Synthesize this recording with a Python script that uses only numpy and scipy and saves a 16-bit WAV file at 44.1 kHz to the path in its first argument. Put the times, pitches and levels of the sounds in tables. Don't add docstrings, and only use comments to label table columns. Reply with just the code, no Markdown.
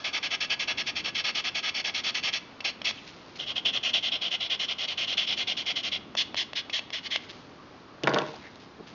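import sys
import numpy as np
from scipy import signal
from scipy.fft import rfft, irfft
from scipy.io import wavfile

SR = 44100
rng = np.random.default_rng(int(sys.argv[2]) if len(sys.argv) > 2 else 0)


def int16_out(signal):
    q = np.round(np.clip(np.atleast_2d(signal).T, -1, 1) * 32767)
    wavfile.write(sys.argv[1], SR, q.astype(np.int16))


def how_loud(loudness_db):
    steps = np.asarray(loudness_db, float) / 20
    return 10 ** steps


N = 394254

# pitch_hz, width_hz, level_db
GRIP_MODES = [
    [(700, 250, -17.5), (1261, 93, -13), (1674, 79, -12), (1886, 83, -4.5), (2190, 293, -0.5),
     (2686, 92, 4), (2913, 120, 0), (3330, 274, 2.5), (4134, 307, -6.5), (4570, 350, -6.5), (5454, 154, -5),
     (5990, 840, -17.5)],
    [(557, 230, -15.5), (747, 144, -12.5), (1048, 110, -17.5), (1410, 110, -17.5), (1523, 76, -16),
     (2110, 150, -16), (2400, 150, -14.5), (2900, 453, -8), (3344, 313, -5.5), (4120, 340, -16.5),
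     (4640, 190, -17.5), (5380, 520, -22)],
    [(634, 72, -15.5), (1160, 230, -20), (1605, 420, -16.5), (2120, 250, -5.5), (2500, 220, -6),
     (2930, 395, -2), (3356, 283, 1.5), (4230, 690, 7.5), (4820, 710, 7), (5255, 700, 5),
     (6000, 510, -41.5)],
]
ROOM_T60_S = 0.56


def rms_one(x):
    return x / np.sqrt(np.mean(x ** 2) + 1e-20)


def along(rows):
    t = np.arange(N) / SR
    swells = [db + np.minimum(rise * (t - s), fall * (s - t)) for s, db, rise, fall in rows]
    return how_loud(np.max(swells, axis=0))


def drift(rate_hz):
    r = np.exp(-2 * np.pi * rate_hz / SR)
    noise = rng.standard_normal(N + SR)
    return rms_one(signal.lfilter([1], [1, -2 * r, r * r], noise)[SR:])


def resonate(x, modes):
    pulse = np.zeros(SR // 4)
    pulse[0] = 1
    out, response = 0, 0
    for k, (hz, width_hz, level_db) in enumerate(modes):
        r = np.exp(-np.pi * width_hz / SR)
        b = (-1) ** k * how_loud(level_db) * (1 - r * r) / 2 * np.array([1, 0, -1])
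        a = [1, -2 * r * np.cos(2 * np.pi * hz / SR), r * r]
        out = out + signal.lfilter(b, a, x + 1e-18)
        response = response + signal.lfilter(b, a, pulse)
    return out / np.sqrt(np.sum(response ** 2))


def grit(per_s, spread_db):
    sizes = how_loud(spread_db * np.minimum(rng.exponential(1, N), 4)) * rng.choice([-1, 1], N)
    catches = rng.random(N) < per_s / SR
    return rms_one(sizes * catches)


def coloured(spectrum):
    hz = np.maximum(np.arange(N // 2 + 1) * SR / N, 1)
    points = np.array(spectrum)
    level_db = np.interp(np.log(hz), np.log(points[:, 0]), points[:, 1])
    return rms_one(irfft(rfft(rng.standard_normal(N)) * how_loud(level_db), N))


def burst(noise, length_s):
    shape = np.exp(-np.arange(len(noise)) / SR / length_s)
    return shape * noise / np.sqrt(np.sum((shape * noise) ** 2) / np.sum(shape ** 2))


def room_tone():
    # peak_s, peak_db
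    rumble_peaks = [(0.94, -49.5), (2.19, -52), (2.84, -51.5), (3.66, -50), (5.38, -50.5), (6.03, -49.5),
                    (7.37, -51), (8.39, -51), (8.93, -51.5)]
    # pitch_hz, level_db (per Hz)
    rumble_colour = [(12, -47.5), (30, -20), (85, -4.5), (150, -2.5), (270, 0.5), (420, -5.5), (700, -19),
                     (2000, -52)]
    # pitch_hz, level_db (per Hz)
    hiss_colour = [(100, -17), (500, -2), (900, -2.5), (1130, -1.5), (1450, -5.5), (1900, -9.5),
                   (4730, -14.5), (7400, -29)]
    rest_db, rise_db_per_s, fall_db_per_s, air_db = -53.5, 7, 8, -52.5
    swells = along([(s, db, rise_db_per_s, fall_db_per_s) for s, db in rumble_peaks])
    rumble = np.maximum(swells, how_loud(rest_db)) * coloured(rumble_colour)
    flutter = how_loud(0.6 * drift(4))
    return rumble + how_loud(air_db) * flutter * coloured(hiss_colour)


def strokes():
    # start_s, length_s, scrape_db (at the end), swell_db (over the stroke)
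    first_strokes = [(0.043, 0.054, -35.5, -3.6), (0.131, 0.052, -26, 2), (0.228, 0.048, -30, -1),
                     (0.306, 0.048, -25, 2.5), (0.406, 0.054, -35.5, -5.5), (0.497, 0.043, -24, 2.3),
                     (0.595, 0.05, -34.5, -4), (0.677, 0.05, -29.5, -1), (0.775, 0.045, -28.5, 0),
                     (0.863, 0.043, -30, 0), (0.956, 0.052, -32, -1.5), (1.041, 0.056, -31, 1.4),
                     (1.148, 0.062, -28.5, 0.9), (1.241, 0.066, -28.5, 0.1), (1.348, 0.058, -29, -0.5),
                     (1.441, 0.051, -27, 1), (1.548, 0.054, -32, -2.3), (1.629, 0.069, -27, 2.8),
                     (1.742, 0.067, -29, 2.3), (1.844, 0.058, -31, -1.5), (1.942, 0.063, -32, -1.5),
                     (2.037, 0.066, -27.5, 1.2), (2.145, 0.055, -34, -4), (2.231, 0.065, -27.5, 0.7),
                     (2.329, 0.054, -34.5, -4), (2.645, 0.064, -34, -4), (2.846, 0.063, -31, -2)]
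    second_strokes = [(3.391, 0.059, -36.5, -3.5), (3.463, 0.058, -28, 2), (3.557, 0.039, -29.5, -2.5),
                      (3.652, 0.054, -26.5, -3.5), (3.73, 0.049, -22.5, 1.7), (3.832, 0.078, -28, -2.8),
                      (3.935, 0.057, -26.5, -4.5), (4.027, 0.064, -25, 0.7), (4.117, 0.053, -26.5, -0.5),
                      (4.214, 0.074, -30.5, -2.5), (4.308, 0.051, -23.5, 2), (4.403, 0.071, -31, -2.5),
                      (4.499, 0.057, -26.5, -1), (4.595, 0.06, -27.5, -1), (4.681, 0.049, -25, 2),
                      (4.783, 0.07, -25.5, 1.8), (4.878, 0.061, -32, -3), (4.975, 0.078, -28.5, -1),
                      (5.074, 0.072, -28.5, -0.8), (5.173, 0.081, -32, -5.5), (5.269, 0.072, -23.5, 1.8),
                      (5.37, 0.064, -26, 0.5), (5.472, 0.059, -28, -1.5), (5.569, 0.059, -33.5, -3),
                      (5.659, 0.061, -25.5, 1), (5.759, 0.051, -34, -4.5), (5.831, 0.058, -25.5, 1.5),
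                      (5.919, 0.057, -32, -3.5)]
    one_way = [
        (6.171, 0.055, -25.5, -1),
        (6.366, 0.064, -28, -1),
        (6.556, 0.052, -30.5, -2.5),
        (6.73, 0.06, -30.5, -2),
        (6.928, 0.067, -34.5, -3),
        (7.026, 0.044, -27, 11),
        (7.107, 0.065, -31.5, -1.5),
    ]
    # body_db, more body_db on the way back, body change (dB/s),
    # nail hiss_db, hiss change (dB/s)
    grip_shares = [
        (-12.5, 2, -0.52, -5.5, 0.92),
        (-16.5, -0.3, -0.25, -12.5, 1.65),
        (-17, -1.4, 2.5, 0, -5.1),
    ]
    usual_scrape_db = -28.5
    hold = 0.33
    rows = []
    for grip, (moves, shares) in enumerate(zip([first_strokes, second_strokes, one_way], grip_shares)):
        body_db, back_db, body_slope, hiss_db, hiss_slope = shares
        for k, (s, length_s, level_db, swell_db) in enumerate(moves):
            since_s = s - moves[0][0]
            held_db = hold * (level_db - swell_db - usual_scrape_db)
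            body = body_db + back_db * (k % 2) + body_slope * since_s - held_db
            hiss = hiss_db + hiss_slope * since_s - held_db
            rows.append((grip, s, length_s, level_db, swell_db, body, hiss))
    return rows


def rubbing():
    # middle_s, growth (dB/s)
    flattening = [
        (1.2, 0.34),
        (4.5, 2.5),
        (6.6, 2.5),
    ]
    rise_s, fall_s, wobble_db = 0.012, 0.031, 0.5
    body_top_hz, low_scrape_top_hz, hiss_from_hz = 1800, 2600, 3900
    rows = strokes()
    pressure = np.zeros((len(GRIP_MODES), 3, N))
    stroke = np.zeros(N, int)
    for number, (grip, s, length_s, level_db, swell_db, body_db, hiss_db) in enumerate(rows):
        t = np.arange(-rise_s / 2, length_s + fall_s, 1 / SR)
        bite = np.clip(t / rise_s + 0.5, 0, 1)
        release = np.clip((length_s - t) / fall_s + 0.5, 0, 1)
        swell = how_loud(level_db + 2.14 * swell_db * (t / length_s - 1.0))
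        shape = bite ** 1.17 * np.sin(np.pi / 2 * release) ** 2 * swell
        late_db = 3 * (t / length_s - 0.5)
        start = round((s - rise_s / 2) * SR)
        pressure[grip, :, start:start + len(t)] += shape * how_loud([body_db + late_db, 0 * t, hiss_db + 0 * t])
        stroke[start:] = number
    time_s = np.arange(N) / SR
    pressure[0] += how_loud(-47 - 60 * time_s / ROOM_T60_S)
    grains = grit(per_s=9000, spread_db=2.0) * how_loud(wobble_db * drift(51))
    wander = how_loud(0.9 * rng.standard_normal((len(rows), 13)))
    out = np.zeros(N)
    for modes, shares, (middle_s, growth) in zip(GRIP_MODES, pressure, flattening):
        grown = how_loud(np.clip(growth * (time_s - middle_s), -6, 6))
        modes = np.array(modes)
        group = np.searchsorted([body_top_hz, hiss_from_hz], modes[:, 0])
        power = modes[:, 1] * how_loud(2 * modes[:, 2])
        for k, mode in enumerate(modes):
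            weight = (-1) ** k * np.sqrt(power[k] / power[group == group[k]].sum())
            load = grown if body_top_hz < mode[0] < low_scrape_top_hz else 1
            push = grains * load * shares[group[k]] * wander[stroke, k]
            out += weight * resonate(push, [mode])
    return out


def taps():
    # start_s, peak_db, knock_db (relative to the peak), contact_s
    landings = [(2.604, -27, -14.5, 0.0036), (2.816, -24, -13, 0.0017), (2.909, -22, -16, 0.0017),
                (3.357, -35, -34, 0.0011), (3.658, -16.5, -16, 0.00069), (6.151, -19.5, -8.5, 0.00081),
                (6.222, -40, -18, 0.002), (6.344, -24.5, -4, 0.0013), (6.355, -27, -13, 0.00076),
                (6.429, -51.5, -41, 0.0021), (6.532, -16, -18, 0.00061), (6.696, -28, -10.5, 0.0068),
                (6.791, -21, -15, 0.0029), (6.903, -28, -11.5, 0.0012), (7.159, -10.5, -18.5, 0.0014),
                (7.235, -43, -32, 0.0017), (7.297, -64, -21, 0.0012)]
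    knock_modes = [(604, 150, 6.5), (1110, 340, 2.0), (1870, 280, -0.5)]   # pitch_hz, width_hz, level_db
    bright, dull = np.zeros((2, N))
    crack = rng.standard_normal((len(landings), 1500))
    for (s, peak_db, knock_db, contact_s), noise in zip(landings, crack):
        at = round(s * SR)
        bright[at:at + len(noise)] += how_loud(peak_db - 2.5) * burst(noise, contact_s)
        dull[at] += how_loud(peak_db + knock_db + 19.5)
    return resonate(bright, GRIP_MODES[0][4:]) + resonate(dull, knock_modes)


def brushing():
    # peak_s, peak_db, rise (dB/s), fall (dB/s)
    brushes = [(2.95, -48.5, 300, 20), (3.078, -42.5, 496, 165), (3.36, -42, 1500, 298),
               (3.4, -49.5, 604, 502), (7.248, -47, 188, 375), (7.298, -34, 1600, 778),
               (7.316, -48, 1571, 67), (8.282, -45.5, 145, 56), (8.45, -52, 45, 110), (8.62, -52, 76, 148),
               (8.874, -47.5, 1602, 124)]
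    rustle_modes = [(2000, 1860, -5.5), (3100, 2560, -1.5), (4520, 2600, -5.5)]   # pitch_hz, width_hz, level_db
    rustle = resonate(grit(per_s=1200, spread_db=-5.0), rustle_modes)
    return along(brushes) * rustle * how_loud(-3.5)


def rubs():
    # start_s, length_s, pitch_hz, width_hz, level_db
    skin_rubs = [
        (2.96, 0.043, 2900, 700, -45),
        (6.2, 0.26, 213, 200, -54.5),
        (7.537, 0.13, 1120, 200, -53.5),
        (7.86, 0.13, 1150, 179.7, -58),
        (8.039, 0.0058, 2950, 500, -29),
        (8.333, 0.017, 820, 204.4, -42.5),
        (8.4, 0.11, 1945, 605, -48),
        (8.6, 0.036, 3400, 2500, -62),
        (8.784, 0.038, 300, 288, -40.5),
    ]
    out, noise = np.zeros(N), rng.standard_normal(N)
    for s, length_s, hz, width_hz, level_db in skin_rubs:
        at = round(s * SR)
        swell = np.hanning(round(length_s * SR))
        mode = [(hz, width_hz, 0)]
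        tone = resonate(resonate(noise[at:at + len(swell)], mode), mode)
        out[at:at + len(swell)] += how_loud(level_db) * swell * rms_one(tone)
    return out


def dropped_block():
    # start_s, click_db, click_hz, thud_db, thud_brightness_hz
    bounces = [(8.035, -22, 2900, -28, 500), (8.0724, -22, 3700, -22, 3500), (8.093, -29, 4740, -30.5, 700),
               (8.137, -26.5, 2950, -27, 700), (8.144, -22, 3700, -37, 2500),
               (8.16, -43, 2300, -30.5, 2200), (8.186, -20.5, 3530, -34, 1000),
               (8.218, -33, 2600, -34.5, 1000), (8.264, -38, 3740, -49, 1000),
               (8.285, -37.5, 2750, -44, 700), (8.358, -38, 5000, -47, 1000), (8.557, -44, 4100, -55, 1000)]
    # peak_s, peak_db, rise (dB/s), fall (dB/s)
    rocks = [
        (8.043, -24.5, 4000, 401),
        (8.074, -21.5, 2994, 127),
        (8.164, -22.5, 175, 171),
        (8.28, -45, 900, 90),
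    ]
    # pitch_hz, width_hz, level_db
    table_modes = [(145, 13, -2.5), (200, 18, -4.5), (334, 194, -5.5), (442, 43, -0.5), (595, 46, 1),
                   (930, 230, -6), (1097, 46, 2), (1380, 170, -1), (1880, 720, -2.5), (1985, 69, 1),
                   (2300, 100, -10.5)]
    out, blows = np.zeros((2, N))
    click_band = signal.butter(2, [1800, 6800], "band", fs=SR, output="sos")
    crack = rng.standard_normal((len(bounces), 1200))
    for (s, click_db, click_hz, thud_db, bright_hz), tick in zip(bounces, crack):
        at = round(s * SR)
        snap = np.abs(burst(tick, 0.0001)) * 4 + 0.5 * burst(tick, 0.0036)
        click = resonate(snap, [(click_hz, 600, 0), (1.1 * click_hz, 700, -3), (1.19 * click_hz, 1500, -6)])
        out[at:at + len(click)] += how_loud(click_db - 0.5) * signal.sosfilt(click_band, click)
        push = np.hanning(round(SR / bright_hz) + 2)
        push = push / np.sqrt(np.sum(push ** 2))
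        for lag_s, skip_db in [(0, 0), (0.0022, -9.5), (0.0062, -4.5)]:
            hit = at + round(lag_s * SR)
            blows[hit:hit + len(push)] += how_loud(thud_db + skip_db + 22) * push
    grains = grit(per_s=800, spread_db=3.0) * along(rocks)
    rocking = how_loud(2.5) * signal.lfilter(*signal.butter(2, 1000, fs=SR), grains)
    scuffing = how_loud(-16.5) * resonate(grains, [(2380, 840, 0.5), (4200, 2200, -12)])
    ringing = resonate(blows + rocking, table_modes)
    no_lows = signal.butter(4, 110, "high", fs=SR, output="sos")
    return out + scuffing + signal.sosfilt(no_lows, ringing)


def room(x):
    t = np.arange(round(0.6 * SR)) / SR
    noise = rng.standard_normal(len(t))
    dull = signal.lfilter(*signal.butter(2, 4000, fs=SR), noise)
    tail = dull + (noise - dull) * how_loud(-40 * t / ROOM_T60_S)
    tail = tail * how_loud(-60 * t / ROOM_T60_S) * np.clip(t / 0.011, 0, 1)
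    return how_loud(-15.5) * signal.fftconvolve(x, tail / np.sqrt(np.sum(tail ** 2)))[:N]


def scene():
    near = rubbing() + taps() + brushing() + rubs() + dropped_block()
    return np.tile(near + room(near) + room_tone(), (2, 1))


def roll_off(x):
    return signal.sosfilt(signal.butter(12, 7530, fs=SR, output="sos"), x)


def record(dry):
    peak = 0.45
    rounded = peak * np.tanh(dry / peak)
    cut = signal.sosfilt(signal.butter(12, 6810, fs=SR, output="sos"), rounded)
    cut = signal.sosfilt(signal.cheby2(8, 30, 7800, fs=SR, output="sos"), cut)
    return roll_off(cut)


dry = scene()
out = record(dry)
int16_out(out)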